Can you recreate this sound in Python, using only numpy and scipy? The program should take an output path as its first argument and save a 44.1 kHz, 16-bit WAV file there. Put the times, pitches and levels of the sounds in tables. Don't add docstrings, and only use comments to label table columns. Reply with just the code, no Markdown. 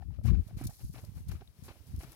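import sys
import numpy as np
from scipy import signal
from scipy.fft import rfft, irfft
from scipy.io import wavfile
from scipy.ndimage import uniform_filter1d

SR = 44100
rng = np.random.default_rng(int(sys.argv[2]) if len(sys.argv) > 2 else 0)


def voltage_ratio(decibels):
    exponent = np.asarray(decibels, float) / 20
    return 10 ** exponent


def output_pcm(signal):
    pcm = np.clip(np.atleast_2d(signal).T, -1, 1) * 32767
    wavfile.write(sys.argv[1], SR, np.round(pcm).astype(np.int16))


N = 94815
T = np.arange(N) / SR


def colour(x, table, scale=1):
    freq_hz, gain_db = np.array(table, float).T
    f = np.maximum(np.arange(N // 2 + 1) * SR / N, 1)
    curve_db = np.interp(np.log(f), np.log(freq_hz), gain_db)
    return irfft(rfft(x) * voltage_ratio(scale * curve_db), N)


def unit(x):
    return x / np.sqrt(np.mean(x ** 2))


def walk(rate):
    hold = int(SR / rate)
    steps = np.repeat(rng.standard_normal(N // hold + 1), hold)
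    return 1.36 * uniform_filter1d(uniform_filter1d(steps, hold), hold)[:N]


def sides(table):
    pan_db = np.interp(T, *np.array(table, float).T)
    return voltage_ratio(np.array([pan_db, -pan_db]) / 2)


def fall(t, t60):
    return np.exp(-np.log(1000) * np.maximum(t, 0) / t60)


# freq_hz, gain_db
UNALIKE = [(500, -29), (1500, -1.5), (3000, 3.5), (15000, 11)]
BIGGEST = 4


def grain_layer(table, rate, spread_db, cycles):
    f = np.arange(N // 2 + 1) * SR / N
    bands_hz = 250 * 2 ** np.arange(0, 6.2, 0.4)[:, None]
    shape = (len(bands_hz), N)
    size = voltage_ratio(spread_db * np.minimum(rng.exponential(1, shape), BIGGEST))
    chance = cycles * rate * bands_hz / 1000 / SR
    size = size * (rng.random(shape) < chance)
    ring = 1 / (1 + 1j * cycles * (f / bands_hz - bands_hz / (f + 1)))
    band_rms = np.sqrt(np.mean(size ** 2, axis=1, keepdims=True) + 1e-18)
    hits = rfft(size * rng.standard_normal(shape)) / band_rms
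    return colour(irfft((hits * ring).sum(axis=0), N), table)


def grains(table, rate, spread_db, cycles):
    shared = grain_layer(table, rate, spread_db, cycles)
    ports = [shared + colour(grain_layer(table, rate, spread_db, cycles), UNALIKE) for _ in range(2)]
    return unit(np.array(ports))


# freq_hz, gain_db
AIR_COLOUR = [(200, 16), (500, 6.5), (900, 3), (1500, -3), (2300, -5.5), (3500, -10), (7000, -15),
              (11000, -8), (15900, -13.5)]
# time_s, level_db
AIR_LEVEL = [(0, -77.5), (.2, -76), (.5, -68), (.6, -76.5), (1.1, -68), (1.5, -69), (2.15, -64.5)]
# freq_hz, lean_db
AIR_LEAN = [(300, 6), (800, 2), (2400, 12), (5500, 22), (9000, 3.5), (15000, 0.5)]


def air():
    hiss = grains(AIR_COLOUR, rate=720, spread_db=2.5, cycles=2.6)
    left = colour(hiss[0], AIR_LEAN, scale=0.49)
    right = colour(hiss[1], AIR_LEAN, scale=-0.37)
    level_db = np.interp(T, *np.array(AIR_LEVEL).T)
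    return np.array([left, right]) * voltage_ratio(level_db + 1.56 * walk(23.05))


# peak_s, level_db, pitch_hz, width_s (between points 12 dB down)
EDDIES_LEFT = [(0.012, -39, 74.7, 0.061), (0.058, -41, 78, 0.026), (0.096, -32.5, 87.6, 0.05),
               (0.138, -38, 89, 0.013), (0.193, -29.5, 102, 0.027), (0.529, -32.5, 108, 0.0089),
               (0.55, -36, 97, 0.035), (0.571, -25, 118, 0.0048), (0.656, -28.5, 109, 0.021),
               (0.69, -49, 86, 0.023), (0.797, -42.5, 77, 0.0064), (0.847, -35, 93, 0.046),
               (0.899, -34, 142, 0.014), (0.965, -40.5, 116, 0.037), (1.035, -34.5, 86, 0.0061),
               (1.091, -35, 97, 0.0048), (1.17, -39, 67.5, 0.05), (1.206, -37.5, 72, 0.015),
               (1.27, -42.5, 109, 0.0072), (1.293, -30.5, 100, 0.018), (1.345, -34.5, 81, 0.03),
               (1.485, -45.5, 60.6, 0.021), (1.593, -40.5, 88, 0.0094), (1.626, -35, 82, 0.0072),
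               (1.656, -46, 92, 0.013), (1.941, -35, 72.6, 0.046), (1.984, -29.5, 85, 0.018),
               (2.047, -40, 140, 0.019), (2.084, -52, 117, 0.016)]
# peak_s, level_db, pitch_hz, width_s (between points 12 dB down)
EDDIES_RIGHT = [(0.212, -43, 75.6, 0.036), (0.257, -39, 103, 0.0079), (0.286, -31.5, 118, 0.0058),
                (0.333, -39, 84, 0.026), (0.419, -35.5, 72, 0.022), (0.468, -36.5, 79.8, 0.0056),
                (0.513, -35, 86, 0.018), (0.571, -31.5, 102, 0.012), (0.591, -40, 87.5, 0.0053),
                (0.628, -35.5, 116, 0.032), (0.657, -25, 78, 0.021), (0.692, -34, 112, 0.014),
                (0.845, -30.5, 99.5, 0.015), (0.899, -41, 107.4, 0.024), (0.948, -36.5, 99, 0.0076),
                (1.036, -39, 68.5, 0.027), (1.091, -37.5, 98, 0.031), (1.122, -36.5, 88, 0.0083),
                (1.166, -39.5, 59, 0.041), (1.225, -45.5, 62, 0.081), (1.271, -36, 102, 0.011),
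                (1.295, -35, 125, 0.0091), (1.338, -32, 72.4, 0.029), (1.427, -41.5, 66, 0.014),
                (1.654, -43.5, 80, 0.037), (1.706, -38.5, 75, 0.011), (1.807, -43, 76, 0.023),
                (1.89, -40, 93, 0.046), (1.942, -30, 82.5, 0.0098), (1.981, -29.5, 69, 0.021),
                (2.025, -40.5, 114, 0.015), (2.084, -38.5, 94, 0.015)]


def eddies(port):
    table = (EDDIES_LEFT, EDDIES_RIGHT)[port]
    swings, strength = np.zeros(N), np.zeros(N)
    for peak_s, level_db, pitch_hz, width_s in table:
        env = voltage_ratio(level_db) * np.exp(-((T - peak_s) / (0.42 * width_s)) ** 2)
        swings += env * np.cos(2 * np.pi * (pitch_hz * (T - peak_s) + rng.random()))
        strength += env
    return swings, strength


def low_noise(hz):
    curve = [(hz / 5, -24), (hz / 2, -3), (hz, 0), (2 * hz, -16), (3 * hz, -33), (16 * hz, -100)]
    return unit(colour(rng.standard_normal(N), curve))


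RUFFLE_DB, RUFFLE_HZ = -13, 175.7
HEAVE_DB, HEAVE_HZ = -2.5, 55.2
WAKE_DB, WAKE_S = -5.5, 0.061
LULL_DB, LULL_HZ = (-65, -62), 100.7
LULL_FLICKER_DB = 3


def wind():
    out = np.zeros((2, N))
    for port in range(2):
        out[port], strength = eddies(port)
        k = int(WAKE_S * SR)
        smooth = uniform_filter1d(uniform_filter1d(strength, k), k)
        wake = voltage_ratio(WAKE_DB) * smooth + voltage_ratio(LULL_DB[port])
        if port == 0:
            flutter, gust_strength = gust()
            out[port] += flutter
            strength = strength + gust_strength
        out[port] += voltage_ratio(RUFFLE_DB) * strength * low_noise(RUFFLE_HZ)
        out[port] += voltage_ratio(HEAVE_DB) * strength * low_noise(HEAVE_HZ)
        out[port] += wake * voltage_ratio(LULL_FLICKER_DB * walk(29.96)) * low_noise(LULL_HZ)
    return out


def blow(peak_s, level_db, pitch_hz, rise_s, t60_s, turn):
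    t = T - peak_s
    env = np.exp(-(np.minimum(t, 0) / rise_s) ** 2) * fall(t, t60_s)
    return voltage_ratio(level_db) * env * np.sin(2 * np.pi * (pitch_hz * t + turn))


# peak_s, level_db, pitch_hz (before detune)
KNOCKS = [(.011, -54, 705), (0.026, -46, 817), (.107, -61.5, 847), (.189, -50.5, 560), (.215, -55, 594),
          (0.255, -48.5, 744), (.287, -45.5, 1145), (.348, -55, 844), (.488, -53.5, 598), (.51, -52.5, 690),
          (0.614, -43, 727), (0.695, -49, 737), (0.71, -50, 842), (.795, -59, 780), (.962, -50, 620),
          (.988, -50, 710), (1.041, -51, 603), (1.421, -48.5, 752), (1.688, -60, 527), (1.709, -52, 770),
          (1.758, -58.5, 650), (2.034, -50, 782)]
# times_pitch (ratio), level_db (added to the knock's level)
KNOCK_MODES = [(1, -0.5), (1.55, -15), (2.2, -14.5)]
KNOCK_RISE_S, KNOCK_T60_S = 0.0021, 0.022
KNOCK_DETUNE = 0.15


def knocks():
    out = np.zeros(N)
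    for peak_s, level_db, pitch_hz in KNOCKS:
        for times_pitch, mode_db in KNOCK_MODES:
            turn, chance = rng.random(2)
            mode_hz = pitch_hz * times_pitch * (1 + KNOCK_DETUNE * (chance - 0.5))
            out += blow(peak_s, level_db + mode_db, mode_hz, KNOCK_RISE_S, KNOCK_T60_S, turn)
    return out


# start_s, rise_s, fall_t60_s, level_db (at the peak)
CRUNCH = [(0.014, 0.0092, 0.11, -64.5), (0.1, 0.046, 0.16, -69), (0.236, 0.054, 0.082, -50),
          (.292, 0.015, 0.088, -53.5), (.32, 0.029, 0.37, -62), (0.472, 0.011, 0.28, -68),
          (0.566, 0.046, 0.45, -55), (0.785, 0.022, 0.15, -66.5), (0.936, 0.025, 0.3, -55.5),
          (1.15, 0.03, 0.11, -65.5), (1.276, 0.043, 0.27, -56), (1.405, 0.0065, 0.11, -63),
          (1.628, 0.018, 0.46, -62.5), (1.675, 0.033, 0.14, -59), (1.751, 0.0079, 0.075, -68.5),
          (1.992, 0.023, 0.5, -56)]
# freq_hz, gain_db
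CRUNCH_COLOUR = [(250, 7.5), (450, 0.5), (800, -1.5), (1400, -4), (1900, -8.5), (2400, -7), (3200, -15),
                 (4500, -17.5), (7000, -29.5), (12000, -61)]
# time_s, left_minus_right_db
CRUNCH_PAN = [(.3, 6.5), (.6, 2), (2.1, 2)]


def crunch():
    env = np.zeros(N)
    for start_s, rise_s, t60_s, level_db in CRUNCH:
        t = T - start_s
        env += voltage_ratio(level_db) * np.clip(t / rise_s, 0, 1) ** 0.8 * fall(t - rise_s, t60_s)
    flicker = voltage_ratio(2.7 * walk(120))
    sand = grains(CRUNCH_COLOUR, rate=140, spread_db=1.0, cycles=4.1)
    return env * sides(CRUNCH_PAN) * flicker * sand


# time_s, level_db, pitch_hz
GUST = [(0.221, -38.5, 69.97), (0.252, -23.5, 78.9), (0.28, -16, 92), (0.303, -19, 84.9),
        (0.334, -15.5, 60), (0.359, -21.5, 69.9), (0.391, -16, 84.7), (0.411, -29, 97.5), (0.44, -70, 71.4)]
GUST_WANDER = 0.244
GUST_SECOND_DB = -13.5


def gust():
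    time_s, level_db, pitch_hz = np.array(GUST).T
    wander_db = 2.0 * walk(57.9)
    env = uniform_filter1d(voltage_ratio(np.interp(T, time_s, level_db, -120, -120) + wander_db), 200)
    hz = np.interp(T, time_s, pitch_hz) * (1 + GUST_WANDER * walk(50.2))
    phase = 2 * np.pi * np.cumsum(hz) / SR
    return env * (np.sin(phase) + voltage_ratio(GUST_SECOND_DB) * np.sin(2 * phase)), env


# start_s, hold_s (from the start), fall_t60_s, level_db
SPRAY = [(0.235, 0.025, 0.05, -63.5), (0.254, 0.028, 0.16, -58.5), (0.473, 0.01, 0.054, -62.5),
         (0.568, 0.056, 0.064, -60.5), (0.637, 0.016, 0.041, -50.5), (0.668, 0.0046, 0.043, -44),
         (0.695, 0.15, 0.65, -60), (0.924, 0.07, 0.33, -63.5), (1.047, .002, 0.025, -59),
         (1.15, 0.04, 0.25, -65), (1.283, 0.011, 0.044, -55.5), (1.312, 0.0053, 0.23, -58),
         (1.636, 0.013, 0.35, -58.5), (1.868, 0.014, .1, -64.5), (1.962, 0.0018, 0.013, -56),
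         (1.99, 0.047, 0.092, -58.5), (2.118, 0.0032, 0.026, -53.5), (2.129, 0.0033, 0.023, -57)]
# freq_hz, gain_db
SPRAY_COLOUR = [(1200, -29), (2500, -16.5), (4200, -1.5), (6000, -2.5), (8000, -6.5), (10500, -1.5),
                (13000, -4), (16000, -11)]
# time_s, left_minus_right_db
SPRAY_PAN = [(.3, 2.5), (.65, -0.5)]


def spray():
    env = np.zeros(N)
    for start_s, hold_s, t60_s, level_db in SPRAY:
        t = T - start_s
        env += voltage_ratio(level_db) * np.clip(t / 0.00097, 0, 1) * fall(t - hold_s, t60_s)
    flicker = voltage_ratio(1.3 * walk(90))
    sand = grains(SPRAY_COLOUR, rate=140, spread_db=3.5, cycles=2.5)
    return env * sides(SPRAY_PAN) * flicker * sand


# peak_s, level_db, pitch_hz
THUDS = [(.614, -34.5, 276), (.645, -42, 254), (.943, -49.5, 290), (1.04, -55.5, 330), (1.419, -49, 395),
         (2.034, -48, 330)]


def thuds():
    out = np.zeros(N)
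    for peak_s, level_db, pitch_hz in THUDS:
        out += blow(peak_s, level_db, pitch_hz, rise_s=0.0036, t60_s=0.03, turn=rng.random())
    return out


# start_s, level_db, pitch_hz
TICKS = [(1.4758, -52, 3770)]


def buckle():
    out = np.zeros(N)
    for start_s, level_db, pitch_hz in TICKS:
        t = T - start_s
        out += voltage_ratio(level_db) * (t > 0) * fall(t, 0.013) * np.sin(2 * np.pi * pitch_hz * t)
    return out


# freq_hz, left_minus_right_db
PORTS = [(500, -3.5), (2400, 4), (5500, 4.5), (9000, 2), (14000, 0.5)]
LAG_S = 0.00012
KNOCK_PAN_DB = 4.5


def scene():
    hiss = air()
    breeze = wind()
    blows = (knocks() + thuds() + buckle()) * sides([(0, KNOCK_PAN_DB)])
    horse = blows + crunch() + spray()
    far = hiss + np.array([colour(horse[0], PORTS, scale=0.5), colour(horse[1], PORTS, scale=-0.5)])
    f = np.arange(N // 2 + 1) * SR / N
    far[0] = irfft(rfft(far[0]) * np.exp(-2j * np.pi * f * LAG_S), N)
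    return far + breeze


def roll_off(x):
    return signal.sosfilt(signal.butter(12, 16010, fs=SR, output="sos"), x)


def record(dry):
    bass_cut = signal.butter(4, 46, "high", fs=SR, output="sos")
    mix = signal.sosfilt(bass_cut, dry)
    return roll_off(mix)


dry = scene()
out = record(dry)
output_pcm(out)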